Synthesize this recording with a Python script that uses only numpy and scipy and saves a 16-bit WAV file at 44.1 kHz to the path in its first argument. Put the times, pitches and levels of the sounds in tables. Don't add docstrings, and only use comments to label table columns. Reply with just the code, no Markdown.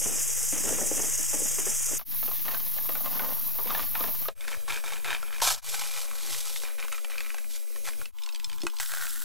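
import sys
import numpy as np
from scipy import signal
from scipy.io import wavfile
from scipy.ndimage import uniform_filter1d

SR = 44100
rng = np.random.default_rng(int(sys.argv[2]) if len(sys.argv) > 2 else 0)


def wav_record(signal):
    frames = np.transpose(np.atleast_2d(signal))
    bounded = np.clip(frames, -1, 1)
    quanta = np.round(bounded * 32767).astype(np.int16)
    wavfile.write(sys.argv[1], SR, quanta)


N = 407476

# [start t/s, playing speed as a fraction of full]
PASSAGES = [(0, .25), (1.98, .5), (4.285, 1), (5.615, 1), (8.12, 1)]
JOIN_TIMES = [2.046, 4.347, 5.613, 8.119]
DIP_SLOPE_S = 0.086

# [t/s, clatter level/dB, rattle level/dB]
STREAM = [(0, -52, -53), (1.95, -56, -55), (2.4, -60, -54), (3.2, -46, -57), (3.45, -56, -60),
          (4.2, -54.5, -56.5), (4.6, -56, -64), (5.3, -51, -61), (5.56, -46, -42), (5.74, -42, -39),
          (6.04, -45, -43), (6.07, -50, -52), (6.32, -44, -39), (6.62, -53, -45), (6.7, -59, -60),
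          (7.4, -56, -60), (7.5, -60, -64), (8.78, -57, -55), (8.81, -51, -47), (9.24, -47, -46)]
# [start t/s, rise and hold t/s, clatter level/dB, rattle level/dB]
HANDFULS = [(0.055, 0.07, -47, -51), (0.526, 0.022, -45.5, -48.5), (0.581, 0.032, -45, -56),
            (0.638, 0.068, -39.5, -47.5), (0.787, 0.058, -41, -53.5), (0.904, 0.023, -39, -47.5),
            (0.974, 0.058, -42, -51), (1.335, 0.034, -43.5, -55), (1.387, 0.037, -47, -56),
            (1.658, 0.03, -52, -54.5), (1.879, 0.041, -46.0, -53.5), (2.271, 0.033, -47, -55),
            (2.448, 0.11, -43.5, -49.5), (2.898, 0.051, -50.5, -58), (3.04, 0.029, -45, -54.5),
            (3.106, 0.057, -43, -49.0), (3.197, 0.042, -38.5, -50), (3.281, 0.043, -42, -53.0),
            (3.583, 0.04, -50, -63), (3.665, 0.15, -42, -46.0), (3.938, 0.15, -43, -50.5),
            (4.41, 0.042, -49, -59), (4.471, 0.059, -41, -46), (4.68, 0.084, -37, -43.0),
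            (4.834, 0.06, -41, -47), (4.918, 0.035, -40.5, -47.0), (5.046, 0.1, -35, -45.5),
            (5.318, 0.05, -46, -52), (5.414, 0.098, -30.5, -27.5), (6.632, 0.07, -44, -54),
            (6.778, 0.063, -43.5, -55), (6.913, 0.049, -43, -50.5), (7.095, 0.052, -44, -52.5),
            (7.181, 0.12, -48, -54.5), (7.494, 0.07, -56, -46.5), (7.84, 0.053, -44.5, -44.5),
            (8.798, 0.022, -39, -38.5), (8.893, 0.093, -39.5, -46), (8.998, 0.051, -40, -45)]
LANDING_S = .006
DECAY_DB_PER_S = 310
# [from t/s, clatter centre f/Hz at full speed, spread in log pitch,
# fizz over rattle level/dB, floor thud relative to clatter level/dB]
LANDING_SPOTS = [(0, 1620, .53, 5, -16), (1.98, 1790, .47, 4, -11), (4.285, 1900, .6, -3, -17),
                 (5.4, 1000, .7, -2, -24), (5.615, 1500, .74, 0, -23), (6.66, 1950, .5, -4, -19),
                 (8.12, 1080, .19, 1, -12), (8.79, 1560, .15, 4.5, -28)]
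FIZZ_TOP_HZ = [13500, 13500, 13000, 13000, 16000]
# [t/s, ring peak level/dB before tick and filter, heard centre f/Hz]
KNOCKS = [(0.058, -31, 300), (0.525, -32, 320), (0.637, -30.5, 347), (0.683, -31, 800), (0.783, -30, 530),
          (0.812, -28, 400), (0.994, -29.5, 606), (1.33, -32.5, 565), (1.584, -28.5, 345),
          (1.665, -30, 420), (1.993, -30, 1100), (2.012, -29, 1000), (2.227, -32.5, 1030),
          (2.278, -33.5, 705), (2.481, -27, 1100), (2.545, -28, 1130), (2.783, -29.5, 1150),
          (2.891, -26, 745), (2.953, -28.5, 1270), (3.058, -29, 1130), (3.194, -25, 1270),
          (3.586, -33, 600), (3.658, -32.5, 517), (3.704, -23, 900), (3.748, -22.5, 1090),
          (3.793, -25, 1100), (3.952, -22.5, 1100), (4.007, -26, 727), (4.039, -23.5, 894),
          (4.084, -33, 770), (4.254, -32, 1130), (4.284, -19, 867), (4.408, -29.5, 2220), (4.48, -24, 2320),
          (4.68, -27.5, 1270), (4.839, -28, 1290), (4.921, -29, 1100), (5.045, -25, 2250),
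          (5.228, -28, 1310), (5.382, -31, 1720), (5.402, -27, 1850), (5.419, -17.5, 860),
          (5.451, -26, 880), (5.473, -26, 856), (5.503, -28, 856), (6.56, -25, 2450), (6.635, -26.5, 1040),
          (6.8, -27.5, 2320), (6.847, -32.5, 1050), (6.882, -29, 1850), (6.925, -21.5, 2150),
          (6.98, -30.5, 1840), (7.046, -25.5, 1880), (7.099, -35, 1370), (7.181, -24, 2290),
          (7.205, -26.5, 2360), (7.344, -27, 1330), (7.383, -29, 1880), (7.76, -33, 1390),
          (7.875, -27, 1390), (7.887, -25, 1350), (8.015, -31.5, 1080), (8.056, -28, 2500),
          (8.1857, -32, 2990), (8.2206, -36, 4570), (8.2351, -29.5, 5110), (8.2616, -29, 3400),
          (8.2895, -28.5, 3400), (8.3239, -36, 4880), (8.335, -44, 400), (8.3469, -28.5, 3500),
          (8.3588, -30.5, 4900), (8.3987, -31, 3820), (8.4441, -22, 4970), (8.497, -30.5, 3360),
          (8.5155, -35.5, 3360), (8.5289, -31.5, 3430), (8.5828, -34, 2550), (8.6043, -35.5, 3440),
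          (8.6167, -28, 4940), (8.634, -27, 340), (8.651, -31, 300), (8.6671, -17, 2100),
          (8.6991, -34, 4320), (8.7664, -30, 4400), (8.7859, -29.5, 4930), (8.7993, -19, 1660),
          (8.8597, -29.5, 4400), (8.9196, -27, 1500), (8.937, -24, 1600), (8.9964, -33, 1580),
          (9.068, -28, 1600), (9.0957, -31, 4400)]
# [f/Hz, relative level/dB, t60/s]
PILE_MODES = [(335, -7, 0.08), (594, -7, 0.034), (860, -3, 0.051), (1044, -0.5, 0.033), (1320, 0.5, 0.022),
              (1600, 1.5, 0.016), (1900, 2.5, 0.013), (2250, 4.5, 0.014), (2540, 4, 0.02),
              (3050, 2.5, 0.011), (3580, 6, 0.014), (4300, 1, 0.019), (5090, 7, 0.015)]
# [f/Hz, width f/Hz, relative level/dB]
COIN_RESONANCES = [(5400, 500, -12.5), (7600, 430, 4.5), (8340, 330, 1), (10870, 940, -2),
                   (12650, 380, -20)]

# [f/Hz, relative density level/dB]
AIR_SPECTRUM = [(110, -35), (180, -5), (305, -10), (577, 1), (709, -13), (1130, -25), (1320, -20),
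                (1560, -26), (2490, -12.5), (2900, -14), (11400, -5), (14300, -10), (16000, -9)]
# [f/Hz, relative density level/dB]
LAST_AIR_SPECTRUM = [(110, -38), (180, -5), (367, -1), (599, -19), (994, -7), (1810, -9), (3430, -5),
                     (5910, -23), (8940, -17), (16000, -6)]
AIR_LEVELS = [-37, -38.5, -40, -39.5, -48]
# [f/Hz, relative density level/dB]
RUMBLE_SPECTRUM = [(15, -24), (40, 0.5), (75, -8.5), (120, -11.5), (180, -16), (320, -37), (700, -80)]
# [t/s, level/dB]
RUMBLE_LEVELS = [(0, -58), (1.9, -59), (2.1, -66), (3.5, -68), (3.78, -51), (5.2, -50), (5.66, -61),
                 (7.7, -58), (8, -52), (8.2, -60), (8.55, -46), (9, -60)]
# [f/Hz, likeness 0 to 1]
CHANNEL_LIKENESS = [(25, 0.54), (60, 0.38), (125, 0.53), (250, 0.86), (500, 1)]
# [f/Hz, relative density level/dB]
HISS_SPECTRUM = [(2560, -63), (4350, -33), (4540, -33), (4840, -23.5), (5630, -14.5), (6370, -10),
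                 (7090, -10), (8600, -12.5), (11700, -21), (12900, -16.5), (15100, -43), (15700, -50)]
HISS_LEVELS = [-22.5, -23.5]

NULL_HZ, EDGE_HZ = 16850, 15800
CHANNEL_OFFSET = [
    [.0326],
    [-.0185],
]


def gain_of(db):
    return 10 ** (np.asarray(db) / 20)


def evened(x):
    return x / np.sqrt(np.mean(x ** 2) + 1e-20)


def read(points, hz):
    f, value = np.transpose(points)
    return np.interp(np.log(hz + 1), np.log(f + 1), value)


def add(mix, s, sound):
    part = mix[round(s * SR):][:len(sound)]
    part += sound[:len(part)]


def band(x, lo_hz, hi_hz):
    edges = [lo_hz, min(hi_hz, SR / 2.1)]
    return signal.sosfilt(signal.butter(3, edges, "band", fs=SR, output="sos"), x)


def passage_at(s):
    return np.searchsorted(np.transpose(PASSAGES)[0], s, "right") - 1


def speed_at(s):
    return np.transpose(PASSAGES)[1][passage_at(s)]


def noise(shape_db, level_db, same, flicker_db, patchy_db, size):
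    hop = size // 4
    hz = np.fft.rfftfreq(size, 1 / SR)[:, None]
    t = np.arange(N // hop + 5) * hop / SR
    a, b, c, d, patches = rng.standard_normal((len(t), len(hz), 5)).T
    patches = uniform_filter1d(patches, size=9, axis=0)
    patches = evened(uniform_filter1d(patches, size=8, axis=1))
    flicker = evened(uniform_filter1d(rng.standard_normal(len(t)), size=3))
    shape = gain_of(shape_db(hz, speed_at(t), t))
    shape = shape / np.linalg.norm(shape, axis=0)
    shape = shape * gain_of(level_db(t) + flicker_db * flicker + patchy_db * patches)
    left = a + 1j * b
    right = same(hz) * left + np.sqrt(1 - same(hz) ** 2) * (c + 1j * d)
    spectra = np.array([left, right]) * shape / 2
    return signal.istft(spectra, nperseg=size, noverlap=size - hop)[1][:, :N]


def likeness_at(hz):
    return np.clip(read(CHANNEL_LIKENESS, hz), 0, 1)


def room_air():
    def shape_db(hz, speed, t):
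        return np.where(t < JOIN_TIMES[-1], read(AIR_SPECTRUM, hz / speed), read(LAST_AIR_SPECTRUM, hz))

    return noise(shape_db, lambda t: np.take(AIR_LEVELS, passage_at(t)),
                 likeness_at, 1.1, 3.0, size=2048)


def low_rumble():
    return noise(lambda hz, speed, t: read(RUMBLE_SPECTRUM, hz),
                 lambda t: np.interp(t, *np.transpose(RUMBLE_LEVELS)),
                 likeness_at, 2.5, 2.5, size=2048)


def converter_hiss():
    def shape_db(hz, speed, t):
        return read(HISS_SPECTRUM, hz / (4 * speed)) - 80 * (hz < NULL_HZ * speed)

    def level_db(t):
        return np.take(HISS_LEVELS, passage_at(t), mode="clip") - 90 * (speed_at(t) == 1)

    return noise(shape_db, level_db, np.ones_like, 1.8, 1.2, size=512)


def nearness(centre_hz, spread):
    mode_hz = np.transpose(PILE_MODES)[0][:, None]
    return np.exp(-.5 * (np.log(mode_hz / centre_hz) / spread) ** 2)


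def rings(speed):
    t = np.arange(int(.06 * SR / speed)) / SR * speed
    return np.array([gain_of(db - 60 * t / t60) * np.sin(2 * np.pi * hz * rng.normal(1, 0.038) * t)
                     for hz, db, t60 in PILE_MODES])


def pour(start, end, speed):
    t = np.arange(start, end, 1 / SR)
    s, *columns = np.transpose(STREAM)
    clatter_db, rattle_db = (np.interp(t, s, column) for column in columns)
    since, *colour = np.transpose(LANDING_SPOTS)
    spot = np.searchsorted(since, t, "right") - 1
    centre_hz, spread, fizz_db, thud_db = np.array(colour)[:, spot]
    clatter, rattle = gain_of(clatter_db), gain_of(rattle_db)
    fizz = rattle * gain_of(fizz_db)

    for s, length, low_db, high_db in [row for row in HANDFULS if start <= row[0] < end]:
        landing = np.clip((t - s) / LANDING_S, 0, 1)
        dying_db = DECAY_DB_PER_S * speed ** .5 * np.maximum(t - s - length, 0)
        shape = landing * gain_of(-dying_db)
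        clatter = np.hypot(clatter, gain_of(low_db) * shape)
        rattle = np.hypot(rattle, gain_of(high_db) * shape)
        fizz = np.hypot(fizz, gain_of(high_db - 1) * shape)

    size = gain_of(3.8 * np.minimum(rng.exponential(1, len(t)), 5))
    chance = rng.random(len(t)) * SR / speed
    reach = nearness(centre_hz, np.maximum(spread, .1))
    reach_share = reach / np.linalg.norm(reach, axis=0)
    blows = size * (chance < 950) * reach_share * rng.standard_normal(reach.shape)
    rung = signal.oaconvolve(blows, rings(speed), axes=1).sum(axis=0)[:len(t)]

    spit = gain_of(-60 * np.arange(int(800 / speed)) / SR * speed / 0.019)
    bursts = signal.oaconvolve(size * (chance < 2500), spit)[:len(t)]
    bursts = bursts * rng.standard_normal(len(t))
    for hz, width, db in COIN_RESONANCES:
        b, a = signal.iirpeak(hz * speed, hz / width, SR)
        bursts = bursts + gain_of(db) * 0.25 * signal.lfilter(b, a, bursts)

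    fizz_top_hz = FIZZ_TOP_HZ[passage_at(start)] * speed
    pile_clatter = clatter * evened(band(rung, 600 * speed, 4000 * speed))
    floor_thud = clatter * gain_of(thud_db) * evened(band(bursts, 320 * speed, 560 * speed))
    coin_rattle = rattle * evened(band(bursts, 3000 * speed, 7000 * speed))
    coin_fizz = fizz * evened(band(bursts, 7000 * speed, fizz_top_hz))
    return pile_clatter + floor_thud + coin_rattle + coin_fizz


def knock(s, db, hz):
    speed = speed_at(s)
    t = np.arange(int(700 / speed)) / SR * speed
    contact, tick = rng.standard_normal((2, len(t)))
    contact = contact * np.minimum(t / .0007, 1) * gain_of(-60 * t / 0.013)
    near = nearness(hz / speed, 0.37)[:, 0] * rng.uniform(0.22, 1, len(PILE_MODES))
    ring = signal.oaconvolve(contact, near @ rings(speed))
    ring = ring / abs(ring).max()
    tick = band(tick * gain_of(-60 * t / 0.014), 2000 * speed, 9500 * speed)
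    add(ring, 0, gain_of(-2.5) * tick / abs(tick).max())
    return s, gain_of(db) * band(ring, .42 * hz, 16600)


def room(x, speed):
    t = np.arange(int(.2 * SR / speed)) / SR * speed
    signs = rng.choice([-1., 1.], len(t))
    taps = signs * (rng.random(len(t)) < .06) * gain_of(-60 * t / 0.075) * (t > .003)
    reflected = signal.oaconvolve(x, taps / np.linalg.norm(taps))[:len(x)]
    return x + gain_of(-9.5) * reflected


def scene():
    knocks, coins = np.zeros(N), np.zeros(N)
    for row in KNOCKS:
        add(knocks, *knock(*row))
    ends = [start for start, _ in PASSAGES[1:]] + [N / SR]
    for (start, speed), end in zip(PASSAGES, ends):
        poured = pour(start, end, speed)
        add(poured, 0, knocks[round(start * SR):][:len(poured)])
        add(coins, start, room(poured, speed))
    return coins + room_air() + low_rumble() + converter_hiss()


def record(dry):
    t = np.arange(N) / SR
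    played = dry
    for speed in (.25, .5):
        b, a = signal.iirnotch(NULL_HZ * speed, 9, SR)
        nulled = signal.lfilter(b, a, signal.lfilter(b, a, dry))
        played = np.where(speed_at(t) == speed, nulled, played)
    from_join_s = abs(t[:, None] - JOIN_TIMES).min(axis=1)
    fade = np.minimum(from_join_s / DIP_SLOPE_S, 1)
    edge = signal.firwin(511, EDGE_HZ, window=("kaiser", 9), fs=SR)
    limited = signal.oaconvolve(played * fade, edge[None], "same")
    return limited + fade * CHANNEL_OFFSET


dry = scene()
out = record(dry)
wav_record(out)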